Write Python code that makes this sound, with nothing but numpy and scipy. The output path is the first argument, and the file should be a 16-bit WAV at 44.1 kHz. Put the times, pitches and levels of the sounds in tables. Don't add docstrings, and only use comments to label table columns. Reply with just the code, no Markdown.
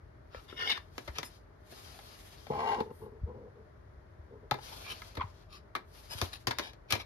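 import sys
import numpy as np
from scipy import signal
from scipy.fft import rfft, irfft, next_fast_len
from scipy.io import wavfile
from scipy.ndimage import uniform_filter1d, map_coordinates

SR = 44100
rng = np.random.default_rng(int(sys.argv[2]) if len(sys.argv) > 2 else 0)


def to_wav(sig):
    pcm = np.clip(np.atleast_2d(sig), -1, 1) * 32767
    pcm = np.round(pcm).astype(np.int16)
    wavfile.write(sys.argv[1], SR, pcm.T)


N = 310905
TIME = np.arange(N) / SR

# frequency in Hz, width in Hz, relative level in dB.
CASE_RESONANCES = [(952, 39, 4.5), (1283, 48, 8), (1670, 42, 0), (2083, 36, 1.5), (2351, 25, 1),
                   (3583, 140, 4.5), (4134, 120, -21), (5740, 160, -4)]
# frequency in Hz, width in Hz, relative level in dB.
GROAN_RESONANCES = [(109, 77, -5.5), (233.7, 29, -2), (440, 64.6, 1.5), (520.5, 29, 2)]
# frequency in Hz, width in Hz, relative level in dB.
JUDDER_RESONANCES = [(825, 70, -4), (909, 38, -1), (950, 63, -6.5)]
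# frequency in Hz, relative level in dB.
SCRAPE_SPECTRUM = [(82, -44.5), (140, -21), (540, -11.5), (880, -9.5), (1410, -12), (2430, -12),
                   (3600, -14.5), (5300, -16), (8020, -34.5), (12300, -33), (14800, -52.5)]
# low edge in Hz, high edge in Hz.
CONTACT_REGISTERS = [(600, 2000), (230, 600), (2000, 6000), (6000, 15000)]


def from_db(db):
    return 10 ** (np.asarray(db) / 20)


def rms_one(x):
    return x / np.sqrt(np.mean(x ** 2) + 1e-20)


def evened(x, span_s=0.074):
    power = uniform_filter1d(np.mean(x ** 2, axis=0), max(8, int(span_s * SR)))
    return x / np.sqrt(power + 1e-12)


def dying(t, t60):
    return np.exp(-np.log(1000) * t / np.maximum(t60, 1e-3))


def at_hz(points, hz):
    known_hz, values = np.transpose(points)
    return np.interp(np.log(np.maximum(hz, 1)), np.log(known_hz), values)


def stroke_gain(curve):
    s, db = np.transpose(curve)
    gain = from_db(np.interp(TIME, s, db, -200, -200))
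    return uniform_filter1d(gain, SR // 300).clip(0)


def swell(top_s, half_s, shape=2.34):
    gain = np.zeros(N)
    near = np.abs(TIME - top_s) < 6 * half_s
    gain[near] = np.exp(-np.abs((TIME[near] - top_s) / half_s) ** shape)
    return gain


def add(track, s, sound):
    start = max(0, round(s * SR))
    track[:, start:start + sound.shape[1]] += sound[:, :N - start]


def band(x, low, high, order=3):
    sos = signal.butter(order, [low, min(high, .45 * SR)], "band", fs=SR, output="sos")
    return signal.sosfilt(sos, x + 1e-18)


def coloured(x, spectrum):
    count = x.shape[-1]
    size = next_fast_len(count + 2048)
    gain = from_db(at_hz(spectrum, np.fft.rfftfreq(size, 1 / SR)))
    return irfft(rfft(x, size) * gain, size)[..., :count]


def resonate(x, modes):
    total = 0
    for k, (hz, width, db) in enumerate(modes):
        ring = signal.lfilter(*signal.iirpeak(hz, hz / width, SR), x + 1e-18)
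        total = total + (-1) ** k * from_db(db) * ring
    return total


def drift(rate):
    knots = rng.standard_normal(4000)
    coarse = TIME[::16]
    return np.interp(TIME, coarse, map_coordinates(knots, [coarse * min(rate, 500)], order=2))


def two_mics(count):
    # frequency in Hz, correlation from -1 to 1.
    likeness = [(100, 0.94), (300, 0.44), (650, -0.24), (1500, -0.014), (7000, -0.17), (13000, 0.8)]
    mid, side = rng.standard_normal((2, count))
    alike = [(hz, np.clip(value, -.99, .99)) for hz, value in likeness]
    mid = coloured(mid, [(hz, 10 * np.log10((1 + value) / 2)) for hz, value in alike])
    side = coloured(side, [(hz, 10 * np.log10((1 - value) / 2)) for hz, value in alike])
    return np.array([mid + side, mid - side])


def from_right(x, lag_ms):
    at = np.arange(len(x))
    left = np.interp(at - lag_ms * SR / 1000, at, x, left=0)
    return np.array([left, x])


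def radiate(x, t60, wander_per_s=5, count=3, ripple=0.5):
    t, out = np.arange(SR // 12) / SR, 0
    weights = np.array([drift(wander_per_s) for spot in range(count)])
    for weight in weights / np.sqrt(np.sum(weights ** 2, axis=0) + 0.16):
        response = rfft(two_mics(len(t)) * dying(t, t60))
        rippled = response * np.abs(response) ** (ripple - 1)
        smear = np.roll(irfft(rippled), len(t) // 2, axis=1)
        out = out + signal.oaconvolve((x * weight)[None], smear, axes=1)[:, :N]
    return out


def grains(per_s, spread_db):
    sizes = from_db(spread_db * np.minimum(rng.exponential(1, N), 4)) * rng.choice([-1, 1], N)
    return rms_one(sizes * (rng.random(N) < per_s / SR))


def slips(per_s, uneven, grit_db, spread_db=4):
    turns = np.cumsum(per_s * np.exp(uneven * drift(25))) / SR
    sizes = from_db(spread_db * rng.standard_normal(N).clip(-2, 1.5))
    releases = np.diff(np.floor(turns), prepend=0) * sizes
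    return rms_one(releases) + from_db(grit_db) * rng.standard_normal(N)


def background(level_db=-55):
    # frequency in Hz, relative level in dB.
    fan_spectrum = [(24, -9.5), (48, 0.5), (90, 0), (181, -14), (264, -17), (394, -12), (540, -19),
                    (621, -10.5), (680, -19.5), (1310, -22), (1900, -25.5), (2650, -39.5), (5000, -43.5),
                    (15000, -56)]
    return from_db(level_db) * rms_one(coloured(two_mics(N), fan_spectrum))


def room(x, wet_db=-11, build_s=0.0009):
    # frequency in Hz, 60 dB decay time in s.
    decay_times = [(100, 0.066), (500, 0.23), (3000, 0.19), (12000, 0.173)]
    t, edges_hz = np.arange(SR // 2) / SR, np.geomspace(60, 16000, 9)
    noise = rng.standard_normal((2, len(t)))
    tail = 0
    for low, high in zip(edges_hz, edges_hz[1:]):
        tail = tail + band(noise, low, high) * dying(t, at_hz(decay_times, np.sqrt(low * high)))
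    tail = tail * (1 - np.exp(-(t / build_s) ** 2))
    response = rms_one(tail) / np.sqrt(len(t))
    return from_db(wet_db) * signal.fftconvolve(x, response, axes=1)[:, :N]


def bumps(level_db=1, swell_s=0.0057, table_t60=0.47, table_db=-13, skew_rad=0.28):
    # start in seconds, level in dB before level_db, pitch in Hz.
    pushes = [(0.362, -44, 72), (1.085, -37, 68), (1.183, -46, 148), (2.499, -42, 148.5),
              (3.212, -35, 49.2), (3.232, -27.5, 77.5), (4.186, -43, 72.7), (4.516, -34, 128.5),
              (5.177, -33.5, 78), (5.238, -36.5, 92.3), (6.15, -40, 89.4), (6.221, -29, 89),
              (6.474, -34, 117.3), (6.928, -32, 101)]
    out, t = np.zeros((2, N)), np.arange(SR // 3) / SR
    swing = t / swell_s * np.exp(1 - t / swell_s) + from_db(table_db) * dying(t, table_t60)
    swing = swing * (1 - np.exp(-(2 * t / swell_s) ** 2))
    for s, db, hz in pushes:
        phases = rng.normal(0, skew_rad, (2, 1))
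        add(out, s, from_db(db + level_db) * swing * np.sin(2 * np.pi * hz * t + phases))
    return out


def glide(s, length_s, attack_s=0.035, release_s=0.034, sag_db_per_s=8.5):
    t = TIME - s
    outside = np.maximum(-t, 0) / attack_s + np.maximum(t - length_s, 0) / release_s
    return from_db(-sag_db_per_s * t) * np.exp(-outside)


def skin(level_db=12, flutter_db=1.43, shell_db=2):
    # start in seconds, length in seconds, level in dB before level_db, top-octave change in dB.
    slides = [(0.356, 0.48, -78, 0), (0.964, 0.4, -72.5, -1), (1.721, 0.57, -65.5, 1),
              (2.328, 0.5, -70.5, -2), (2.957, 0.077, -84.5, 12.5), (4.647, 0.25, -62, 0),
              (4.95, 0.16, -66, -3), (5.216, 0.2, -77, -5.5), (5.952, 0.18, -71, 4), (6.19, 0.064, -59, 0),
              (6.291, 0.13, -76, 0)]
    # frequency in Hz, relative level in dB.
    skin_spectrum = [(410, -5.5), (700, -1.5), (1780, -7), (4580, -5.5), (7500, -11), (11100, -13),
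                     (13200, -14.5), (14600, -36.5)]
    through_shell = rms_one(radiate(grains(per_s=15000, spread_db=0.5), t60=0.011, wander_per_s=12))
    rub = rms_one(two_mics(N)) + from_db(shell_db) * through_shell
    hiss = rms_one(coloured(rub, skin_spectrum))
    sheen = coloured(hiss, [(5000, -40), (9000, 0)])
    out = 0
    for s, length_s, db, sheen_db in slides:
        out = out + from_db(db) * glide(s, length_s) * (hiss + (from_db(sheen_db) - 1) * sheen)
    return from_db(level_db + flutter_db * drift(49)) * out


def squeak(rough=0.19, overtone_db=-11, lag_ms=0.88):
    # time of the top in seconds, half length in seconds, pitch in Hz, level in dB.
    catches = [(5.199, 0.003, 1129, -35), (5.214, 0.0042, 1120, -31), (5.219, 0.0052, 1250, -36)]
    out, wander = 0, np.exp(rough * drift(400))
    for s, half_s, hz, db in catches:
        phase = 2 * np.pi * np.cumsum(hz * wander) / SR
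        overtones = np.sin(2 * phase) + np.sin(3 * phase) / 2
        wave = np.sin(phase) + from_db(overtone_db) * overtones
        out = out + from_db(db) * swell(s, half_s, shape=0.97) * wave
    flutter = from_db(4 * drift(230))
    return from_right(out * np.sqrt(2) * flutter, lag_ms)


def scrapes(register_dbs=(-4, 1.5, -2), bright_shares=(0, 0.28, 1), ring_db=-2,
            sing_db=12, sing_width_hz=90, chatter_db=1.5):
    # time of the top in seconds, pressure in dB, brightness in dB, half length in seconds,
    # singing pitch in Hz.
    strokes = [(0.367, -50.5, -37, 0.041, 1320), (1.169, -45.5, -15, 0.019, 1880),
               (1.26, -62, 14.5, 0.024, 5150), (4.73, -47, -26, 0.012, 910),
               (4.872, -44.5, -33, 0.028, 2300), (4.914, -40, -9, 0.021, 3010),
               (5.548, -53, -10.5, 0.037, 1150), (6.125, -42, -1, 0.021, 5060),
               (6.187, -44, -2, 0.0072, 4040), (6.336, -41.5, -6.5, 0.0045, 3870),
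               (6.348, -50, -5.5, 0.024, 4210), (6.642, -45, -14, 0.056, 3720),
               (6.935, -36.5, -13, 0.029, 2400), (7.008, -41.5, -15.5, 0.015, 2130)]
    # low edge in Hz, high edge in Hz.
    scrape_registers = [(130, 2800), (2800, 7500), (7500, 15000)]
    chatter = from_db(chatter_db * drift(200))
    catches = radiate(grains(per_s=2200, spread_db=-0.5) * chatter, t60=0.011, wander_per_s=9)
    rub = coloured(catches + from_db(ring_db) * resonate(catches, CASE_RESONANCES), SCRAPE_SPECTRUM)
    out = np.zeros((2, N))
    for s, db, bright_db, half_s, hz in strokes:
        near = slice(max(0, int((s - .25) * SR)), int((s + .25) * SR))
        stroke = rub[:, near] + resonate(rub[:, near], [(hz, sing_width_hz, sing_db)])
        pressure = swell(s, half_s)[near]
        for (low, high), register_db, share in zip(scrape_registers, register_dbs, bright_shares):
            part = evened(band(stroke, low, high), span_s=0.026)
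            out[:, near] += from_db(db + register_db + share * bright_db) * pressure * part
    return out


def jerks(level_db=-2, t60=0.19, top_hz=850, lag_ms=0.36):
    # start in seconds (1.5 ms is added), level in dB before level_db.
    big_slips = [(2.5, -27.5), (2.779, -31.5), (2.803, -24.5)]
    out, t = np.zeros((2, N)), np.arange(SR // 8) / SR
    knock = resonate(signal.unit_impulse(len(t)), GROAN_RESONANCES + JUDDER_RESONANCES)
    knock = band(knock, 178, top_hz) * dying(t, t60)
    knock = from_right(knock / knock[:SR // 150].std(), lag_ms)
    for s, db in big_slips:
        add(out, s + 0.0015, from_db(db + level_db) * knock)
    return out


def drag(groan_db=-41.5, groan_knee_db=-70, judder_db=11, judder_power=1.002, judder_rise=1.06,
         rasp_db=10, rasp_power=1.252, flutter_db=3, lag_ms=0.22):
    # time in seconds, force in dB.
    push_curve = [(2.49, -100), (2.51, -51), (2.732, -40.5), (2.776, -51.5), (2.81, -46), (2.816, -61),
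                  (2.85, -76)]
    # time of the top in seconds, force in dB, half length in seconds.
    nudges = [(2.871, -64, 0.012), (2.91, -59.5, 0.0092), (3.025, -67.5, 0.016), (3.059, -70, 0.03),
              (3.149, -80.5, 0.041), (3.297, -65.5, 0.022), (3.37, -72.5, 0.028), (3.45, -73, 0.034),
              (3.592, -81, 0.034), (4.339, -78, 0.038), (4.443, -78, 0.016)]
    # frequency in Hz, width in Hz, relative level in dB.
    rasp_resonances = [(1306, 44, 8.5), (1560, 70, 6.5), (1938, 110, 7), (2290, 150, 0), (2810, 114, 5),
                       (4230, 3300, -12)]
    nudging = sum(from_db(db) * swell(s, half_s) for s, db, half_s in nudges)
    force = stroke_gain(push_curve) + from_db(flutter_db * drift(60)) * nudging
    shell = radiate(slips(per_s=69.8, uneven=0.035, grit_db=-1), t60=0.05, wander_per_s=3)

    groan = band(resonate(shell[0], GROAN_RESONANCES), 89, 640)
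    groan = evened(from_right(groan, lag_ms), span_s=0.018)

    pressed = force / force.max()
    firm = resonate(shell[0], JUDDER_RESONANCES)
    light = resonate(shell[0], [(hz * judder_rise, width, db) for hz, width, db in JUDDER_RESONANCES])
    judder = band(pressed * firm + (1 - pressed) * light, 535, 1135)
    judder = evened(from_right(judder, lag_ms), span_s=0.036)

    rasp = evened(band(resonate(shell, rasp_resonances), 490, 12000), span_s=0.24)
    return (from_db(groan_db) * groan * force / (force + from_db(groan_knee_db))
            + from_db(judder_db) * judder * force ** judder_power
            + from_db(rasp_db) * rasp * force ** rasp_power)


def tipping(level_db=0, face_grit_db=-7, rim_grit_db=-8, chatter_db=2.0, top_hz=7000):
    # time in seconds, pressure in dB, share of the contact on the rim from 0 to 1.
    tip_curve = [(0.46, -78, 0.3), (0.501, -50, 0.62), (0.52, -58.5, 0.7), (0.558, -65.5, 0.3),
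                 (0.567, -49.5, 0.7), (0.602, -37.5, 0.07), (0.629, -34.5, 0), (0.657, -39, 0),
                 (0.674, -33, 0.93), (0.693, -34, 1), (0.698, -28, 1), (0.721, -28, 1), (0.742, -46, 0.6),
                 (0.774, -42.5, 0), (0.79, -64, 0.3), (0.82, -91, 0.5)]
    # frequency in Hz, width in Hz, relative level in dB.
    face_resonances = [(188, 210, -13.5), (690, 41, -6.5), (1018, 60, -9), (1390, 80, 4.5), (1800, 89, 0.5),
                       (2822, 89, 0.5), (3454, 114, -8.5)]
    rim_resonances = [(861, 76, -9), (1510, 90, -9.5), (2190, 150, -0.5), (2887, 110, 1.5),
                      (3703, 140, 2.5), (4630, 428, -12), (5524, 30, -2.5)]
    chatter = from_db(chatter_db * drift(200))
    catches = radiate(grains(per_s=2800, spread_db=0.5) * chatter, t60=0.017, wander_per_s=14.36)
    grit = rms_one(coloured(catches, SCRAPE_SPECTRUM))

    def grate(modes, grit_db):
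        ring = rms_one(band(resonate(catches, modes), 87, top_hz))
        return evened(ring + from_db(grit_db) * grit, span_s=0.017)

    face, rim = grate(face_resonances, face_grit_db), grate(rim_resonances, rim_grit_db)
    s, db, share = np.transpose(tip_curve)
    on_rim = np.interp(TIME, s, share).clip(0, 1)
    pressure = from_db(level_db) * stroke_gain(list(zip(s, db)))
    return pressure * (np.sqrt(1 - on_rim) * face + np.sqrt(on_rim) * rim)


def registers(hard_db, reach_per_hardness=0.82):
    clack, hollow, (low, high), tick = CONTACT_REGISTERS
    snap_top = low + (high - low) * from_db(reach_per_hardness * min(hard_db, 0))
    return clack, hollow, (low, snap_top), tick


def contacts(modes_db=5, main_db=-6, main_t60=0.027, main_ring_per_softness=0.9, crack_db=7, crack_t60=0.0078,
             tail_db=-2, tail_t60=0.09, treble_damping=0.37, tick_db=-9.5, tick_per_hardness=1.65,
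             spot_db=3, delay_s=0.00054):
    # start in seconds (delay_s is added), strength in dB, hardness in dB (snap against clack),
    # hollowness in dB (more on the table), main ring in Hz, give in ms.
    hits = [(0.345, -45, -10, 0.5, 507, 0.35), (0.525, -49.5, -10.5, 2, 1350, 0.56),
            (0.6959, -41, 0.5, -22, 2250, 1.4), (0.775, -43, -5.5, -14, 1144, 0.42),
            (0.979, -41, -1.5, 0, 1290, 0.6), (1.074, -43, -4, -3.5, 593, 4.2),
            (1.183, -36, 0, -8, 1320, 0.78), (1.229, -41.5, -1, -7.5, 2034, 0.52),
            (1.722, -58, -5, 6.5, 675, 0.61), (1.988, -51.5, -5, -11, 810, 1.0),
            (2.466, -50.5, -5.5, -1, 800, 0.82), (2.803, -42.5, -5.5, 0.5, 856, 0.76),
            (4.51, -29.5, -4, -9, 1284, 0.38), (4.5155, -28, -23, -8, 833, 1.3),
            (4.539, -42, -5, 0.5, 990, 2), (4.586, -47.5, -14, -14, 858, 1.9),
            (5.018, -45, -5, -16, 2110, 0.21), (5.15, -56, 3.5, -3, 970, 2.8),
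            (5.167, -40.5, -6, -2, 927, 4.2), (5.75, -31.5, -6, -15, 1140, 1.56),
            (5.7588, -42, -4.5, -7, 2260, 2.2), (6.2133, -33, 1.5, -5.5, 1160, 0.97),
            (6.22, -39, -7.5, 0, 690, 0.92), (6.469, -32, 1.5, -4, 1030, 1.4),
            (6.48, -40.5, -1, -0.5, 1170, 0.9), (6.507, -33.5, -2.5, -10.5, 934, 2.1),
            (6.584, -36.5, 3, -12, 2070, 0.77), (6.593, -37.5, -2, -1, 994, 1.3),
            (6.732, -61, 1.5, 2, 690, 0.67), (6.903, -39.5, 5, -10, 2246, 2.8),
            (6.913, -43.5, -3, -6, 1620, 3.8), (6.922, -31.5, 5, -11, 2270, 1.1),
            (6.931, -34, -8.5, -4.5, 940, 1), (6.949, -39, -2, -3.5, 692, 2.9)]
    out, t = np.zeros((2, N)), np.arange(SR // 6) / SR
    for s, strength_db, hard_db, hollow_db, main_hz, give_ms in hits:
        blur = two_mics(len(t))
        crack = from_db(crack_db) * blur * dying(t, crack_t60)
        modes = [(hz, width, db + spot_db * rng.standard_normal()) for hz, width, db in CASE_RESONANCES]
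        ring = from_db(modes_db) * resonate(crack, modes)
        phases = rng.uniform(0, 2 * np.pi) + rng.normal(0, 0.42, (2, 1))
        main = np.sin(2 * np.pi * main_hz * t + phases) * dying(t, main_t60)
        ring += from_db(main_db - main_ring_per_softness * hard_db) * main
        onset = 1 - np.exp(-(1000 * t / give_ms) ** 2)
        register_dbs = (0, hollow_db, hard_db, tick_db + tick_per_hardness * hard_db)
        for (low, high), db in zip(registers(hard_db), register_dbs):
            t60 = tail_t60 * (CONTACT_REGISTERS[0][0] / low) ** treble_damping
            tail = from_db(tail_db) * blur * dying(t, t60)
            part = band((crack + ring + tail) * onset, low, high)
            add(out, s + delay_s, from_db(strength_db + db) * part / part[:, :SR // 100].std())
    return out


def scene():
    # frequency in Hz, level difference in dB.
    lean = [(100, 2), (500, 2.5), (1000, 3.5), (2000, 2.5), (4500, 9), (8000, 1.5), (14000, -1.5)]
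    handling = contacts() + drag() + jerks() + tipping() + scrapes() + squeak() + skin()
    left, right = handling + room(handling) + bumps() + background()
    left = coloured(left, [(hz, db / 2) for hz, db in lean])
    right = coloured(right, [(hz, -db / 2) for hz, db in lean])
    return np.array([left, right])


def record(dry, dip_hz=7900, dip_width_hz=2200, dip_share=0.67, top_hz=13200, rumble_hz=38, cutoff_hz=15800):
    peak = signal.lfilter(*signal.iirpeak(dip_hz, dip_hz / dip_width_hz, SR), dry)
    heard = dry - np.clip(dip_share, 0, 1) * peak
    heard = signal.sosfilt(signal.butter(5, [rumble_hz, top_hz], "band", fs=SR, output="sos"), heard)
    return signal.sosfilt(signal.ellip(10, .1, 80, cutoff_hz, fs=SR, output="sos"), heard)


dry = scene()
out = record(dry)
to_wav(out)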